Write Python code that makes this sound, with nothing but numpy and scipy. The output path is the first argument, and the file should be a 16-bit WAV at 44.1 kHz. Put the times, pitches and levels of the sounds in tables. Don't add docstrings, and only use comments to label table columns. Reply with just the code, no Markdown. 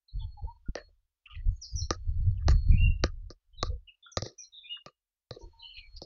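import sys
import numpy as np
from scipy import signal
from scipy.fft import rfft, irfft
from scipy.io import wavfile
from scipy.ndimage import uniform_filter1d, map_coordinates

SR = 44100
rng = np.random.default_rng(int(sys.argv[2]) if len(sys.argv) > 2 else 0)


def log_audio(samples):
    frames = np.atleast_2d(samples).T
    limited = np.clip(frames, -1, 1)
    pcm = np.round(limited * 32767).astype(np.int16)
    wavfile.write(sys.argv[1], SR, pcm)


N = 267157
TIME = np.arange(N) / SR

# low edge in Hz, high edge in Hz.
REGISTERS = [(160, 900), (1000, 2200), (2250, 3400), (3600, 7200)]
# start in seconds, own pitch in Hz, snap in dB, crunch in dB,
# crunch length in seconds, brightness in dB, fullness in dB, thud in dB.
FOOTFALLS = [(.754, 1860, -35, -51.5, 0.064, -4.5, 1.5, -60),
             (1.906, 5680, -26.5, -47, 0.047, 0.5, -3.5, -23.5),
             (2.483, 1583, -30.5, -46, 0.063, -0.5, -0.5, -34.5),
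             (3.0381, 1526, -24, -49.5, 0.051, -2, 1.5, -15),
             (3.3038, 5250, -44.5, -55.5, 0.025, -1, -9.5, -56.5),
             (3.6284, 3870, -32.5, -59, 0.084, 7, -6, -24.5),
             (4.171, 6120, -30.5, -47, 0.024, 5, -9, -23.5), (4.222, 5640, -36, -51, 0.12, 2.5, -16.5, -26),
             (4.262, 1890, -39.5, -60.5, 0.012, -5.5, -10, -41.5),
             (4.8615, 1210, -43.5, -54, 0.034, -3.5, 2, -46.5),
             (5.309, 3900, -38, -56, 0.092, 0.5, -11.5, -33.5), (6.0186, 5040, -42, -50, .028, 0, -32, -45)]


def from_db(db):
    return 10 ** (np.asarray(db) / 20)


def rms_one(x):
    return x / np.sqrt(np.mean(x ** 2) + 1e-20)


def level(rows):
    return from_db(np.interp(TIME, *np.transpose(rows)))


def add(out, s, sound):
    start = max(round(s * SR), 0)
    out[start:start + len(sound)] += sound[:max(N - start, 0)]


def drift(rate_hz, size):
    place = np.arange(size) * rate_hz / SR
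    return rms_one(map_coordinates(rng.standard_normal(4096), [place], order=3, mode="wrap"))


def coloured_noise(spectrum):
    hz, db = np.transpose(spectrum)
    bins = np.maximum(np.arange(N // 2 + 1) * SR / N, 1)
    gain = from_db(np.interp(np.log(bins), np.log(hz), db, left=-120, right=-120))
    return rms_one(irfft(rfft(rng.standard_normal(N)) * gain, N))


def resonance(x, hz, width_hz):
    r = np.exp(-np.pi * width_hz / SR)
    numerator = np.array([1, 0, -1]) * (1 - r * r) / 2
    return signal.lfilter(numerator, [1, -2 * r * np.cos(2 * np.pi * hz / SR), r * r], x)


def swell(s, length, attack_s, t60_s):
    rise = np.clip(1 + (TIME - s) / attack_s, 0, 1) ** 2
    return rise * from_db(-60 * np.clip((TIME - s - length) / t60_s, 0, 3))


def forest_hush():
    # time in seconds, level in dB.
    hush = [(0, -100), (.15, -79), (.9, -76.5), (1.1, -90), (1.35, -79), (2.1, -71.5), (2.9, -70),
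            (3.4, -83), (4.8, -78), (5.05, -100), (5.28, -100), (5.36, -70), (6.06, -70)]
    # frequency in Hz, relative density in dB per Hz.
    hush_colour = [(200, -9), (500, -2.5), (1200, -0.5), (2200, -5.5), (3200, -1.5), (5500, -6),
                   (7200, -11.5)]
    return level(hush) * coloured_noise(hush_colour)


def air_strength():
    # time in seconds, level in dB.
    flow = [(0, -84), (.1, -88), (.15, -37.5), (.6, -61.5), (.85, -57), (1.22, -86), (1.38, -35),
            (1.66, -59), (2.1, -35.5), (2.75, -29), (3.3, -42.5), (3.41, -81), (3.66, -31), (3.97, -82),
            (4.6, -73), (5.28, -89.5), (5.36, -62.5), (6.06, -64)]
    # time of full strength in seconds, hold in seconds, level in dB.
    gusts = [(0.159, 0.015, -30.5), (0.23, 0.031, -34.5), (0.441, 0.0057, -30), (1.473, 0.018, -20.5),
             (1.751, 0.0059, -27.5), (1.828, 0.0063, -28), (2.089, .006, -24), (2.178, 0.037, -25.5),
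             (2.267, 0.028, -21), (2.475, 0.084, -18.5), (2.692, 0.045, -15), (2.808, 0.092, -19.5),
             (3.031, 0.026, -28.5), (3.698, 0.035, -30), (5.447, 0.0055, -41.5), (5.784, 0.0076, -48.5),
             (5.874, 0.0064, -49.5), (5.952, 0.02, -44)]
    attack_s, t60_s = 0.039, .18
    puffs = sum((from_db(db) * swell(s, length, attack_s, t60_s)) ** 2 for s, length, db in gusts)
    return np.sqrt(level(flow) ** 2 + puffs)


def buffeting(calm_hz, gale_hz):
    # frequency in Hz, relative density in dB per Hz.
    buffet_colour = [(12, -11), (22, 3.5), (32, 7.5), (52, 2.5), (85, 1), (160, -14), (260, -24.5),
                     (420, -34)]
    eddies = coloured_noise(buffet_colour)
    strength = air_strength()
    gust = np.interp(20 * np.log10(strength), [-55, -14], [0, 3])
    air = 0
    for k, hz in enumerate(np.geomspace(calm_hz, gale_hz, num=4)):
        softened = signal.sosfilt(signal.butter(5, hz, fs=SR, output="sos"), eddies)
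        air = air + np.maximum(1 - abs(gust - k), 0) * softened
    power = uniform_filter1d(uniform_filter1d(air ** 2, size=1400), size=900)
    return strength * air / np.sqrt(power + 1e-9)


def bird_notes():
    # start in seconds, length in seconds, start pitch in Hz, glide in %, level in dB.
    chirps = [(.084, 0.025, 4290, -11, -52), (.196, 0.048, 3480, -6.5, -54), (1.51, 0.24, 6690, -3.5, -67),
              (1.618, 0.043, 6160, -30.5, -44), (1.656, 0.092, 5345, -11, -56),
              (1.758, 0.053, 6014, -8.5, -37.5), (1.816, 0.029, 4383, -6.5, -44.5),
              (3.53, 0.041, 3092, 1, -66), (3.575, 0.065, 3888, -1.5, -50.5),
              (3.876, 0.022, 2965, -10.5, -47), (4.029, 0.066, 3527, -4.5, -53.5),
              (4.066, 0.0084, 1343, 4.5, -43.5), (4.118, 0.014, 6850, -14.5, -45),
              (4.384, 0.057, 6030, -7.5, -43.5), (4.385, 0.057, 2526, -8.5, -63),
              (4.439, 0.016, 4156, -2, -50), (4.524, 0.1, 3792, -5.5, -49.5),
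              (4.652, 0.031, 3653, -3, -43.5), (4.715, 0.062, 3630, -2, -54.5), (5.594, 0.1, 4036, 6, -54),
              (5.623, 0.052, 3028, -2.5, -48), (5.685, 0.063, 3010, -3.5, -52.5),
              (5.736, 0.084, 4196, 1, -55), (5.752, 0.12, 2581, -11, -58.5)]
    # start in seconds, length in seconds, start pitch in Hz, glide in %, level in dB.
    hoots = [(.21, 0.085, 915, -7.5, -60), (.374, 0.035, 873, -8.5, -48), (.473, 0.038, 871, 9.5, -47.5),
             (.66, 0.019, 1445, -2, -52), (5.41, .06, 927.5, 0, -60.5), (5.532, 0.14, 911, 2, -62)]
    # start in seconds, length in seconds, reference pitch in Hz, level in dB.
    whistles = [(2.778, 0.11, 2821, -37), (4.696, 0.066, 2916, -40.5)]
    whistle_rise = np.array([0.96, .99, 0.97])
    chirp_warble, hoot_warble, whistle_warble = 2.8, 0.24, 0.94
    glide_shares = np.array([0, 0.54, 1])
    for calls, warble in ((chirps, chirp_warble), (hoots, hoot_warble)):
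        for s, length, hz, glide, db in calls:
            yield s, length, hz * (1 + glide / 100 * glide_shares), db, warble
    lead_s, lead_db, lead_rise = .06, -13, np.array([.835, .84, .91])
    echo_s, echo_db = 0.18, -34
    for s, length, hz, db in whistles:
        yield s - lead_s, lead_s, hz * lead_rise, db + lead_db, chirp_warble
        yield s, length, hz * whistle_rise, db, whistle_warble
        yield s + echo_s, length, hz * whistle_rise, db + echo_db, whistle_warble


def forest_scatter(x, size=13230):
    t60_s, build_up_s = .22, 0.0051
    t = np.arange(size) / SR
    tail = rng.standard_normal(size) * from_db(-60 * t / t60_s) * np.minimum(t / build_up_s, 1)
    return signal.fftconvolve(x, tail / np.sqrt(np.sum(tail ** 2)))[:N]


def birds(direct_db, scattered_db, warble_hz, release_s, flutter_db):
    attack_s = 0.012
    out = np.zeros(N)
    for s, length, pitches, db, warble in bird_notes():
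        t = np.arange(int((length + release_s / 2) * SR)) / SR
        hz = np.interp(t, [0, length / 2, length], pitches)
        hz = hz * (1 + warble / 100 * drift(warble_hz, len(t)))
        ramp = np.clip(np.minimum(t / attack_s, (t[-1] - t) / release_s), 0, 1)
        gain = np.sin(np.pi / 2 * ramp) ** 2 * from_db(db + flutter_db * drift(43, len(t)))
        tone = np.sqrt(2) * np.sin(2 * np.pi * np.cumsum(hz) / SR)
        add(out, s - attack_s / 2, gain * tone)
    return from_db(direct_db) * out + from_db(scattered_db) * forest_scatter(out)


def insect_and_ringing(flutter_db=2.0):
    # time of full strength in seconds, length before the release in seconds,
    # level in dB, fade over that length in dB (negative grows).
    thin_tones = [(0.132, 0.44, -67, 5), (.81, 0.092, -63, 11.5), (1.332, 1, -77.5, -4.5),
                  (2.488, 0.37, -57.5, 12.5), (5.37, 0.81, -72.5, -7)]
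    attack_s, t60_s = .04, 0.058
    hz = 4310 + 7 * drift(90, N)
    strength = 0
    for s, length, db, fade_db in thin_tones:
        fade = from_db(db - fade_db * np.clip((TIME - s) / length, 0, 1))
        strength = strength + swell(s, length, attack_s, t60_s) * fade
    tone = np.sqrt(2) * np.sin(2 * np.pi * np.cumsum(hz) / SR)
    return strength * from_db(flutter_db * drift(57, N)) * tone


def trail_ring(register, own_hz, detune, own_db, own_q=7.0, size=2048):
    # frequency in Hz, width in Hz, relative level in dB.
    trail_modes = [(181.5, 40, -3), (343, 60, 2.5), (495, 82, 5.5), (637, 270, -1.5), (1194, 82, 7),
                   (1650, 200, -2), (1910, 250, -0.5), (2336, 66, -0.5), (2550, 2000, -1), (4130, 1000, 4),
                   (5950, 790, 0.5), (6490, 600, -4)]
    low, high = register
    click, out = signal.unit_impulse(size), np.zeros(size)
    for k, (hz, width_hz, db) in enumerate(trail_modes):
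        shift, strength = rng.standard_normal(2)
        if low < hz < high:
            mode = resonance(click, hz * (1 + detune * shift), width_hz)
            out += (-1) ** k * from_db(db + 2.2 * strength) * mode
    if low < own_hz < high:
        out = out + from_db(own_db) * resonance(out, own_hz, own_hz / own_q)
    out = signal.sosfilt(signal.butter(3, register, "band", fs=SR, output="sos"), out)
    return out / np.sqrt(np.sum(out ** 2) + 1e-20)


def step_levels(brightness, fullness):
    # snap in dB, crunch in dB,
    # share of brightness, share of fullness.
    step_colour = [(-1.5, -1.5, 0.23, 0), (-4, 2, 0.96, 0.71), (-16, -7.5, .3, 1), (-4.5, 1, 0.9, 0.028)]
    snap, crunch, bright_share, full_share = np.transpose(step_colour)
    colour = brightness * bright_share + fullness * full_share
    return snap + colour, crunch + colour


def litter():
    # start in seconds, length in seconds, own pitch in Hz, level in dB.
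    brushes = [(0.429, 0.026, 547, -54.5), (.76, 0.052, 1750, -48), (.762, 0.044, 586, -44.5),
               (0.878, 0.024, 532, -60), (1.255, 0.017, 2690, -47.5), (1.253, 0.13, 1445, -60),
               (1.292, 0.073, 2960, -53.5), (1.343, 0.018, 2054, -51.5), (1.368, 0.074, 1994, -64),
               (1.35, 0.039, 3710, -62), (2.371, 0.019, 2730, -60.5), (2.389, 0.099, 1575, -66),
               (3.689, 0.069, 480, -52), (4.235, 0.007, 400, -59), (4.254, 0.0073, 587, -48),
               (4.282, 0.068, 337, -63.5), (4.763, .02, 1550, -54.5), (5.36, 0.0096, 428, -42.5),
               (5.372, 0.0087, 514, -57.5), (5.387, 0.13, 324, -56), (5.379, 0.11, 6150, -60.5),
               (5.763, 0.052, 2900, -46.5), (5.961, 0.028, 4900, -46.5)]
    fall_db_per_octave = 25.5
    for s, hz, _, db, length, brightness, fullness, _ in FOOTFALLS:
        yield s, length, hz, db + step_levels(brightness, fullness)[1], False
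    for s, length, hz, db in brushes:
        octaves = abs(np.log2(np.sqrt(np.prod(REGISTERS, axis=1)) / hz))
        yield s, length, hz, db - fall_db_per_octave * (octaves - octaves.min()), True


def crunches(grains_per_s, spread_db, tail_t60_s, step_ring_db, brush_ring_db, clump_db=-1.0, size=11025):
    typical_crush_s, settle_growth = 0.061, 0.52
    press_share, hold_share = 0.17, 0.41
    out, t = np.zeros(N), np.arange(size) / SR
    for s, length, own_hz, levels, brushed in litter():
        settle_t60_s = tail_t60_s * (length / typical_crush_s) ** settle_growth
        press = np.minimum(t / (press_share * length), 1)
        pressure = press * from_db(-60 * np.maximum(t - hold_share * length, 0) / settle_t60_s)
        grain_db = spread_db * np.minimum(rng.exponential(1, size), 4) + clump_db * drift(160, size)
        breaks = rng.choice([-1, 1], size) * (rng.random(size) < grains_per_s / SR)
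        grains = pressure * rms_one(from_db(grain_db) * breaks)
        own_db = brush_ring_db if brushed else step_ring_db
        for register, db in zip(REGISTERS, levels):
            ring = trail_ring(register, own_hz, detune=0.041, own_db=own_db)
            add(out, s, from_db(db) * signal.fftconvolve(grains, ring))
    return out


def thuds(soft_hz, size=8820):
    # start in seconds, level in dB, pitch in Hz, t60 in seconds.
    jolts = [(.686, -21.5, 161.5, .018), (.689, -16, 44.6, .05), (2.686, -27, 140, .07),
             (2.737, -19, 168.7, .08)]
    thud_hz, at_snap_db, db_per_octave, thud_t60_s = 108, -34.5, 21.5, 0.084
    swings = []
    for s, _, snap_db, *_, db in FOOTFALLS:
        hz = thud_hz * 2 ** ((at_snap_db - snap_db) / db_per_octave)
        swings.append((s, db, hz, thud_t60_s))
    out, t = np.zeros(N), np.arange(size) / SR
    for s, db, hz, t60 in swings + list(jolts):
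        add(out, s, from_db(db - 60 * t / t60) * np.sin(2 * np.pi * hz * t))
    return signal.sosfilt(signal.butter(4, soft_hz, fs=SR, output="sos"), out + 1e-18)


def snaps(splinter_db, splinter_s, size=441):
    out, t = np.zeros(N), np.arange(size) / SR
    for s, own_hz, snap_db, _, _, brightness, fullness, _ in FOOTFALLS:
        force = from_db(splinter_db) * rng.standard_normal(size) * np.exp(-t / splinter_s)
        force[0] = np.sqrt(size)
        levels = snap_db + step_levels(brightness, fullness)[0]
        for register, db in zip(REGISTERS, levels):
            ring = trail_ring(register, own_hz, detune=.012, own_db=7.5)
            add(out, s - .0004, from_db(db) * np.convolve(force, ring))
    return out


def scene():
    rumble = buffeting(calm_hz=72.6, gale_hz=186) + thuds(soft_hz=326)
    tones = insect_and_ringing() + birds(direct_db=-3.0, scattered_db=-4.0, warble_hz=605.8,
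                                         release_s=0.035, flutter_db=2.5)
    steps = snaps(splinter_db=3.0, splinter_s=0.0026)
    steps += crunches(grains_per_s=1400, spread_db=0.47, tail_t60_s=0.15, step_ring_db=6, brush_ring_db=20.5)
    return (forest_hush() + rumble + tones + steps)[None]


def suppress_noise(x, threshold_db, depth_db, size=512):
    overlap = size * 3 // 4
    spectra = signal.stft(x, nperseg=size, noverlap=overlap)[2]
    power = uniform_filter1d(uniform_filter1d(abs(spectra) ** 2, size=3, axis=0), size=3, axis=1)
    excess = (power / from_db(threshold_db) ** 2) ** 2
    gain = from_db(depth_db / (1 + excess))
    return signal.istft(spectra * gain, nperseg=size, noverlap=overlap)[1][:N]


def record(dry):
    cutoff_hz, hiss_top_hz = 7200, 15700
    cleaned = suppress_noise(dry[0], threshold_db=-76.0, depth_db=-13.5)
    narrow = signal.sosfilt(signal.ellip(8, .3, 62, cutoff_hz, fs=SR, output="sos"), cleaned)
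    hiss = from_db(-95) * rng.standard_normal(N)
    return signal.sosfilt(signal.ellip(8, .3, 70, hiss_top_hz, fs=SR, output="sos"), narrow + hiss)[None]


dry = scene()
out = record(dry)
log_audio(out)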